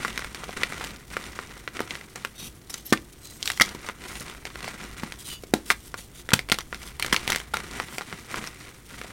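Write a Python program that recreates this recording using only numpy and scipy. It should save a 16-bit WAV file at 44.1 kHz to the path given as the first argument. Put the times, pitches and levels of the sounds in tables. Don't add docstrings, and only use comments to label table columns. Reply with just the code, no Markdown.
import sys
import numpy as np
from scipy import signal
from scipy.fft import rfft, irfft
from scipy.io import wavfile
from scipy.ndimage import uniform_filter1d

SR = 44100
rng = np.random.default_rng(int(sys.argv[2]) if len(sys.argv) > 2 else 0)


def generate_wav(sig):
    pcm = np.round(np.clip(np.atleast_2d(sig).T, -1, 1) * 32767).astype(np.int16)
    wavfile.write(sys.argv[1], SR, pcm)


N = 402191
TIME, BRIEF = np.arange(N) / SR, np.arange(2048) / SR
TOP_HZ = 16000
SLIDE_RELEASE_S = 0.012

# start in seconds, pulse level in dB, pitch in Hz, grit in dB re the pulse.
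CRACKS = [(0.049, -14.5, 1380, -11), (0.0806, -23, 1980, -6), (0.177, -19.5, 2020, -4.5),
          (0.193, -24, 1510, -5), (0.2222, -31, 1500, -14), (0.2458, -28, 1340, -2.5),
          (0.3472, -28, 2700, -1.5), (0.4362, -28.5, 980, -25), (0.4926, -28, 670, -21),
          (0.634, -11.5, 2240, -10.5), (0.7238, -25.5, 1380, -11), (0.8105, -26.5, 1190, -17),
          (0.841, -25, 1600, -2), (1.168, -17.5, 1390, -38), (1.39, -22, 1260, -24),
          (1.6771, -20, 1740, -28), (1.793, -22.5, 1540, -22), (1.8054, -19, 1230, -28),
          (1.908, -22, 2680, -22), (1.9537, -26.5, 1870, -13), (2.012, -33.5, 1870, -15),
          (2.1582, -34, 920, 7), (2.2491, -20.5, 1680, -2), (2.742, -24, 6750, -3.5),
          (2.9259, -13.5, 1730, -8), (2.9338, -13, 1380, -9), (2.9747, -27, 2480, -9),
          (3.428, -21.5, 4440, -4), (3.4572, -30.5, 2200, 9.5), (3.4762, -18.5, 3350, -2.5),
          (3.5017, -19.5, 2140, 0), (3.518, -24.5, 4800, -1), (3.5755, -31, 2410, 1),
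          (3.6106, -12.5, 3200, -3), (3.6188, -6, 4470, -4.5), (3.8884, -21.5, 1210, -8.5),
          (3.8974, -24.5, 1300, -24), (4.298, -35, 3200, 3), (4.4534, -23.5, 2140, -7),
          (4.557, -29, 1570, -8), (4.644, -27.5, 1710, -8), (5.0343, -24, 1020, -23),
          (5.1224, -29.5, 1940, -0.5), (5.5381, -16, 1140, -21), (5.7029, -6.5, 1990, -7),
          (5.7083, -13.5, 1330, -7.5), (5.9422, -21.5, 1180, -12), (6.29, -21.5, 1580, -9),
          (6.3057, -28, 2200, -3), (6.319, -19, 1240, -27), (6.3921, -20, 2030, -4.5),
          (6.4881, -29, 2020, -2), (6.4988, -24.5, 1950, 1), (6.5179, -9, 3320, -5),
          (6.5222, -11, 2020, -4), (6.543, -23.5, 2870, 0.5), (6.5867, -23.5, 1320, 3),
          (6.7278, -22, 1390, -30), (6.7456, -27.5, 2480, -2.5), (6.9972, -34.5, 2440, 14.5),
          (7.0254, -18.5, 2700, 0), (7.047, -18.5, 1890, -7), (7.0627, -29, 2380, 8),
          (7.1272, -12, 1710, -1), (7.1443, -13, 1590, -6), (7.1636, -12.5, 2750, -6.5),
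          (7.2775, -16.5, 1950, -0.5), (7.302, -14.5, 3020, 1.5), (7.3208, -15, 2100, -3),
          (7.3293, -20, 2050, -2), (7.348, -19, 2100, -12), (7.36, -17.5, 1690, -0.5),
          (7.401, -28, 1800, -3), (7.5417, -19, 1250, -5), (7.57, -25.5, 1550, 3.5),
          (7.8, -16.5, 1390, -31), (7.9828, -20.5, 1750, -2), (8.01, -24.5, 1290, -12),
          (8.127, -25.5, 1500, -13), (8.343, -19, 1350, -33), (8.4408, -28, 1820, -5),
          (8.4735, -27.5, 1940, -0.5), (9.015, -26, 1620, -13)]
# frequency in Hz, relative level in dB.
GRIT_SPECTRUM = [(200, -7.5), (800, 3.5), (2000, 7.5), (4000, 6), (7000, 0), (9000, 1.5), (12000, -6),
                 (16000, -9.5)]
# frequency in Hz, relative level in dB.
POWDER_SPECTRUM = [(300, -0.5), (1500, -14), (3300, 2.5), (5000, -1.5), (7000, -0.5), (9000, 1.5),
                   (11500, -3.5), (16000, -9.5)]
# start, attack and hold in seconds, level in dB.
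SLIDES = [(2.325, 0.09, 0.059, -42.5), (2.695, 0.0031, 0.0046, -35), (2.725, 0.013, 0.065, -48),
          (2.847, 0.013, 0.047, -46), (3.176, 0.048, 0.27, -49.5), (3.418, 0.052, 0.12, -45),
          (4.05, 0.021, 0.16, -46.5), (5.182, 0.0074, 0.037, -46), (5.235, 0.043, 0.063, -38),
          (5.653, 0.027, 0.04, -40), (5.797, 0.071, 0.012, -50), (5.965, 0.013, 0.011, -38),
          (6.003, .005, 0.037, -53), (6.118, 0.084, 0.0024, -42), (6.77, 0.067, 0.049, -46),
          (7.902, 0.04, 0.033, -45), (8.416, 0.039, 0.034, -50.5)]


def undb(db):
    return 10 ** (np.asarray(db) / 20)


def unit(x):
    return x / np.sqrt(np.mean(x ** 2))


def unit_energy(x):
    return x * np.sqrt(SR / 1000 / np.sum(x ** 2))


def colour(x, points):
    hz, db = np.transpose(points)
    f = np.maximum(np.fft.rfftfreq(len(x), 1 / SR), 1)
    return irfft(rfft(x) * undb(np.interp(np.log(f), np.log(hz), db)), len(x))


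def noise(points, size):
    return unit(colour(rng.standard_normal(size), points))


def wander(rate):
    knots = rng.standard_normal(int(N / SR * rate) + 2)
    return np.interp(TIME * rate, np.arange(len(knots)), knots)


def add(track, s, sound):
    i = max(int(s * SR), 0)
    track[i:i + len(sound)] += sound[:max(N - i, 0)]


def strokes(rows, release_s):
    power = np.zeros(N)
    for start, attack_s, hold_s, db in rows:
        age = TIME - start
        release = np.exp(-np.maximum(age - attack_s - hold_s, 0) / release_s)
        power += (undb(db) * np.clip(age / attack_s, 0, 1) * release) ** 2
    return np.sqrt(power)


def rumble(bass_hz=85, floor_db=-45.5):
    # frequency in Hz, relative spectral density in dB.
    spectrum = [(20, -5), (35, -11), (52, 9.5), (75, -5), (115, -7), (140, -6.5), (175, -12.5), (370, -14),
                (580, -25), (2200, -31), (5000, -72), (9500, -41), (16000, -38)]
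    # time in seconds, level in dB.
    bass_levels = [(0.0, -48), (2.05, -54.5), (4.8, -50), (5.9, -52), (7.2, -45), (7.9, -54)]
    floor = noise(spectrum, N) * undb(floor_db + 0.3 * wander(3.9))
    bass = signal.sosfiltfilt(signal.butter(4, bass_hz, fs=SR, output="sos"), floor)
    s, db = np.transpose(bass_levels)
    return floor - bass + unit(bass) * undb(np.interp(TIME, s, db))


def pulse(hz, cycles):
    turns = BRIEF * hz
    swing = -np.sin(2 * np.pi * turns) * turns ** 0.96 * np.exp(-turns / cycles)
    return unit_energy(np.gradient(swing))


def grit_colour(hz, follow=0.17):
    f, db = np.transpose(GRIT_SPECTRUM)
    return np.transpose([f * (hz / 1900) ** (follow * (1 - f / TOP_HZ)), db])


def cupped(direct, echo_db=-8, decay_s=0.0048):
    # frequency in Hz, relative level in dB.
    cavity = [(120, 7), (240, -0.5), (420, -29), (860, 0.5), (1380, -4), (1680, -12.5), (2050, 5.5),
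              (2550, -7), (3800, -2), (16000, -9)]
    response = noise(cavity, len(BRIEF)) * np.exp(-BRIEF / decay_s) * (1 - np.exp(-BRIEF / 0.00038))
    echo = signal.fftconvolve(direct, response / np.linalg.norm(response))[:len(BRIEF)]
    return direct + undb(echo_db) * echo


def crack(hz, grit_db, cycles=0.21, grit_s=0.0015):
    grit = unit_energy(noise(grit_colour(hz), len(BRIEF)) * np.exp(-BRIEF / grit_s))
    swing_hz = hz / np.hypot(1, 1 / (2 * np.pi * cycles))
    return cupped(pulse(swing_hz, cycles) + undb(grit_db) * grit)


def crumbling(settle_s=0.088, debris_s=0.022, trickle_db=-62):
    # start, attack and hold in seconds, level in dB.
    squeezes = [(0.0, 0.0006, 0.084, -37), (0.14, 0.015, 0.12, -44), (0.34, 0.016, 0.21, -43.5),
                (0.563, 0.0077, 0.014, -35), (0.69, 0.0092, 0.17, -39.5), (1.1, 0.0064, 0.17, -42.5),
                (1.35, 0.017, 0.03, -41.5), (1.475, 0.0061, 0.095, -48), (1.715, 0.043, 0.059, -41.5),
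                (1.885, 0.012, 0.025, -40.5), (2.15, 0.0088, 0.015, -43.5), (3.39, 0.044, 0.04, -47.5),
                (3.63, 0.024, 0.045, -41), (3.76, 0.074, 0.033, -44), (3.99, 0.029, 0.28, -42.5),
                (4.445, 0.0065, 0.023, -44), (4.54, 0.09, 0.086, -40.5), (4.76, 0.057, 0.041, -42),
                (4.94, 0.032, 0.081, -43.5), (6.72, 0.013, 0.16, -48), (6.99, 0.037, 0.27, -40.5),
                (7.26, 0.026, 0.025, -37), (7.535, 0.0016, 0.088, -40), (7.68, 0.058, 0.069, -38),
                (7.87, 0.071, 0.023, -42.5), (8.06, 0.019, 0.088, -44), (8.25, 0.11, 0.017, -35),
                (8.53, 0.072, 0.075, -47), (8.87, 0.04, 0.17, -45.5)]
    shed = np.zeros(N)
    for s, db, _, _ in CRACKS:
        add(shed, s, undb([min(db - 26, -47)]) ** 2)
    debris_power = signal.lfilter([1], [1, -np.exp(-2 / (debris_s * SR))], shed)
    rubbed_off = undb(-9) * strokes(SLIDES, SLIDE_RELEASE_S)
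    squeezed = strokes(squeezes, settle_s)
    return np.sqrt(squeezed ** 2 + debris_power + rubbed_off ** 2 + undb(trickle_db) ** 2)


def crumbs(squeeze, per_s=3000, middle_hz=1500, sizes=24, spread_db=3.9, cluster_db=3.7):
    # frequency in Hz, relative gain in dB.
    spectrum = [(100, 14.5), (200, 15), (400, 8.5), (600, -2), (860, -5), (1300, 1.5), (2000, 1.5),
                (3000, 1), (4600, -3), (8700, 5), (11000, -2), (16000, -6)]
    out, clusters = 0, undb(cluster_db * wander(70))
    for size in np.linspace(-1, 1, sizes):
        happens = rng.random(N) < per_s / sizes / SR
        strength = undb(spread_db * np.minimum(rng.exponential(size=N), 3.5)) * rng.choice([-1, 1], N)
        hz = middle_hz * np.exp(0.53 * np.sinh(1.206 * size))
        out = out + signal.oaconvolve(happens * strength * clusters, crack(hz, -7 + 6 * size))[:N]
    out = colour(out, spectrum)
    running_rms = np.sqrt(uniform_filter1d(out ** 2, int(.06 * SR)) + 1e-12)
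    return out / running_rms * squeeze


def crumb_ticks(squeeze, per_s=33, middle_hz=2500):
    out = np.zeros(N)
    for when, strength, size in rng.random((int(per_s * N / SR), 3)):
        small = 2 * size - 1
        db = 2.5 + 2.3 * min(-np.log(1 - strength), 3) - 3 * small
        tick = crack(middle_hz * 2 ** small, grit_db=7 * small - 3, grit_s=0.0007)
        add(out, when * N / SR, squeeze[int(when * N)] * undb(db) * tick)
    return out


def friction_noise(rough_db, grain_db=4):
    return rng.standard_normal(N) * undb(grain_db * wander(1500) + rough_db * wander(110))


def powder_hiss(squeeze, re_crumbs_db=-12, rest_db=-57):
    hiss = unit(colour(friction_noise(rough_db=3.5), POWDER_SPECTRUM))
    return hiss * np.hypot(undb(re_crumbs_db) * squeeze, undb(rest_db))


def cracks(jolt_hz=430, jolt_db_per_octave=-9):
    out = np.zeros(N)
    for s, db, hz, grit_db in CRACKS:
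        cycles = np.interp(db, [-28, -12], [0.22, 0.42])
        jolt_db = min(db - 6, -27) + jolt_db_per_octave * max(np.log2(hz / 1600), 0)
        add(out, s, undb(db) * crack(hz, grit_db, cycles))
        add(out, s, undb(jolt_db) * pulse(jolt_hz, cycles=0.25))
    return out


def splintering(lag_s=0.014, count=3):
    out = np.zeros(N)
    for s, db, hz, grit_db in CRACKS:
        for wait, small in rng.random((count, 2)):
            delay_s = lag_s * (.5 - np.log(1 - wait))
            splinter_db = db + grit_db - 17 * (1 + small / 2)
            add(out, s + delay_s, undb(splinter_db) * crack(hz * (1 + small), grit_db=0))
    return out


def bumps(hz=170, soft_s=0.0098):
    # start in seconds, level in dB.
    landings = [(0.065, -35), (2.42, -34.5), (8.125, -30)]
    envelope = BRIEF * np.exp(-BRIEF / soft_s) * (1 - BRIEF / BRIEF[-1])
    out = np.zeros(N)
    for s, db in landings:
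        patter = noise([(0.3 * hz, -18), (hz, 0), (2 * hz, -8), (6 * hz, -40)], len(BRIEF))
        add(out, s, undb(db) * unit_energy(patter * envelope))
    return out


def knocks(cycles=0.43, overtone=2.47, overtone_db=-7, grit_db=-6, grit_s=0.004):
    # start in seconds, level in dB, pitch in Hz.
    low_knocks = [(0.634, -26, 485), (1.168, -26, 446), (3.7488, -27, 342), (4.4532, -32.5, 650),
                  (4.679, -24.5, 644), (5.436, -28.5, 396), (7.5372, -26, 555), (7.8, -26.5, 750),
                  (8.0173, -30.5, 1150), (9.045, -32.5, 616)]
    out = np.zeros(N)
    for s, db, hz in low_knocks:
        grit = unit_energy(noise(GRIT_SPECTRUM, len(BRIEF)) * np.exp(-BRIEF / grit_s))
        tones = pulse(hz, cycles) + undb(overtone_db) * pulse(overtone * hz, cycles)
        add(out, s, undb(db) * cupped(tones + undb(grit_db) * grit))
    return out


def breaks(dust_db=-21, dust_s=0.029, sharp_s=0.0011, piece_hz=800):
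    # start in seconds, thump pitch in Hz, thump level in dB,
    # tearing time in seconds, tearing level in dB.
    partings = [(1.8046, 303, -18, 0.00056, -38), (2.9246, 244, -4, 0.0056, -17.5),
                (3.6088, 192, -16.5, 0.011, -48), (5.0343, 187, -19, 0.0027, -35),
                (5.5374, 263, -5, 0.0035, -15.5), (5.703, 334, -20, 0.021, -27),
                (6.3334, 122, -6, 0.0076, -9), (6.5183, 175, -16, 0.007, -20),
                (7.128, 210, -16.5, 0.01, -23)]
    out, t = np.zeros(N), np.arange(8192) / SR
    for s, hz, thump_db, tear_s, tear_db in partings:
        running = np.exp(-(2 * (t - 0.55 * tear_s) / tear_s) ** 2)
        dust = undb(dust_db) * np.exp(-t / dust_s) * (t > tear_s / 2)
        slips = rng.laplace(size=len(t))
        grit = unit(colour(slips, grit_colour(piece_hz))) * (running + dust)
        edge = unit(slips) * running * (sharp_s / tear_s) ** 2
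        add(out, s, undb(thump_db) * pulse(hz, cycles=0.26))
        add(out, s, undb(tear_db) * (grit + edge))
    return out


def swishes(spacing_hz=330, ripple_db=3.8, bright_db_per_octave=0.3):
    hz = np.arange(spacing_hz, TOP_HZ, spacing_hz)
    f, db = np.transpose(POWDER_SPECTRUM)
    smooth_db = np.interp(np.log(hz), np.log(f), db) + bright_db_per_octave * np.log2(hz)
    friction = friction_noise(rough_db=4)
    out = np.zeros(N)
    for slide in SLIDES:
        start = slide[0]
        span = slice(int(start * SR), int(start * SR) + SR // 2)
        gap_db = smooth_db + ripple_db * np.clip(rng.standard_normal(len(hz)), -2, 2)
        rasp = unit(colour(friction[span], np.transpose([hz, gap_db])))
        add(out, start, rasp * strokes([slide], SLIDE_RELEASE_S)[span])
    return out


def squeaks(jitter=0.03, slips_per_s=520, rough_db=3.0):
    # start and end in seconds, pitch in Hz,
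    # fall as a share of the pitch (negative rises), level in dB.
    rubs = [(2.349, 2.492, 3740, -0.04, -46), (2.853, 2.88, 12400, 0.04, -37.5),
            (3.213, 3.35, 4030, 0.019, -51.5), (5.26, 5.402, 2980, 0.043, -43)]
    # multiple of the pitch, relative level in dB.
    partials = [(0.87, -14), (1, 0), (1.168, -9), (1.6, -7), (2.27, -9)]
    out = np.zeros(N)
    for start, end, hz, fall, db in rubs:
        progress = np.linspace(0, 1, int((end - start) * SR))
        pitch, tone = hz * (1 + fall * (.5 - progress)), 0
        for ratio, partial_db in partials:
            if ratio * hz < TOP_HZ:
                partial_hz = ratio * pitch * (1 + jitter * wander(slips_per_s)[:len(progress)])
                tone = tone + undb(partial_db) * np.sin(2 * np.pi * np.cumsum(partial_hz) / SR)
        roughness = undb(rough_db * wander(slips_per_s)[:len(progress)])
        add(out, start, undb(db) * unit(tone * roughness) * np.sin(np.pi * progress))
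    return out


def creaks(lower_ratio=0.658, lower_db=-4, wobble_rad=0.6, wobble_hz=900, grit_db=-11):
    # start and length in seconds, pitch in Hz, level in dB.
    slips = [(2.9273, 0.014, 1800, -16), (3.5984, 0.003, 2090, -12), (3.6105, 0.006, 1976, -7),
             (7.1258, 0.0058, 1700, -14.5), (7.537, 0.0089, 1400, -22)]
    out = np.zeros(N)
    for s, length_s, hz, db in slips:
        phase = 2 * np.pi * hz * BRIEF + wobble_rad * wander(wobble_hz)[:len(BRIEF)]
        tones = np.sin(phase) + undb(lower_db) * np.sin(lower_ratio * phase)
        swell = np.sin(np.pi * np.minimum(BRIEF / length_s, 1) ** 0.8)
        grit = undb(grit_db) * noise(GRIT_SPECTRUM, len(BRIEF)) * (1 + np.cos(phase))
        add(out, s, undb(db) * cupped(swell * (tones + grit)))
    return out


def room(x, low_db=-14, low_t60=0.24, high_db=-12.0, high_t60=0.14):
    # frequency in Hz, T60 in seconds, gain in dB.
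    table_modes = [(126.4, 0.31, -6), (218, 0.096, -4), (737, 0.057, -1.5), (1396, 0.071, -3),
                   (1940, 0.026, -19.5), (5730, 0.0034, -6.5)]
    t = np.arange(SR // 2) / SR
    lows = noise([(40, -14), (130, -18), (330, -12.5), (700, -19.0), (6000, -61)], len(t))
    highs = noise([(900, -0.69), (2200, -1.2)], len(t))
    onset = 1 - np.exp(-t / 0.0072)
    response = np.zeros(len(t))
    for band, db, t60, width_hz in ((lows, low_db, low_t60, 500), (highs, high_db, high_t60, 8000)):
        tail = band * onset * np.exp(-np.log(1000) * t / t60)
        response += undb(db) * tail / np.linalg.norm(tail) * np.sqrt(2 * width_hz / SR)
    for hz, t60, db in table_modes:
        fade = np.exp(-np.log(1000) * t / t60)
        response += 2 * undb(db) * np.cos(2 * np.pi * hz * t) * fade / fade.sum()
    response[0] += 1
    return signal.fftconvolve(x, response)[:N]


def scene():
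    squeeze = crumbling()
    blows = cracks() + splintering() + creaks() + breaks() + knocks() + bumps()
    friction = crumbs(squeeze) + crumb_ticks(squeeze) + powder_hiss(squeeze) + swishes() + squeaks()
    return (room(blows + friction) + rumble())[None]


def record(dry):
    ceiling = 1.2
    rounded = ceiling * np.tanh(dry / ceiling)
    return signal.sosfilt(signal.ellip(8, .2, 70, TOP_HZ, fs=SR, output="sos"), rounded)


dry = scene()
out = record(dry)
generate_wav(out)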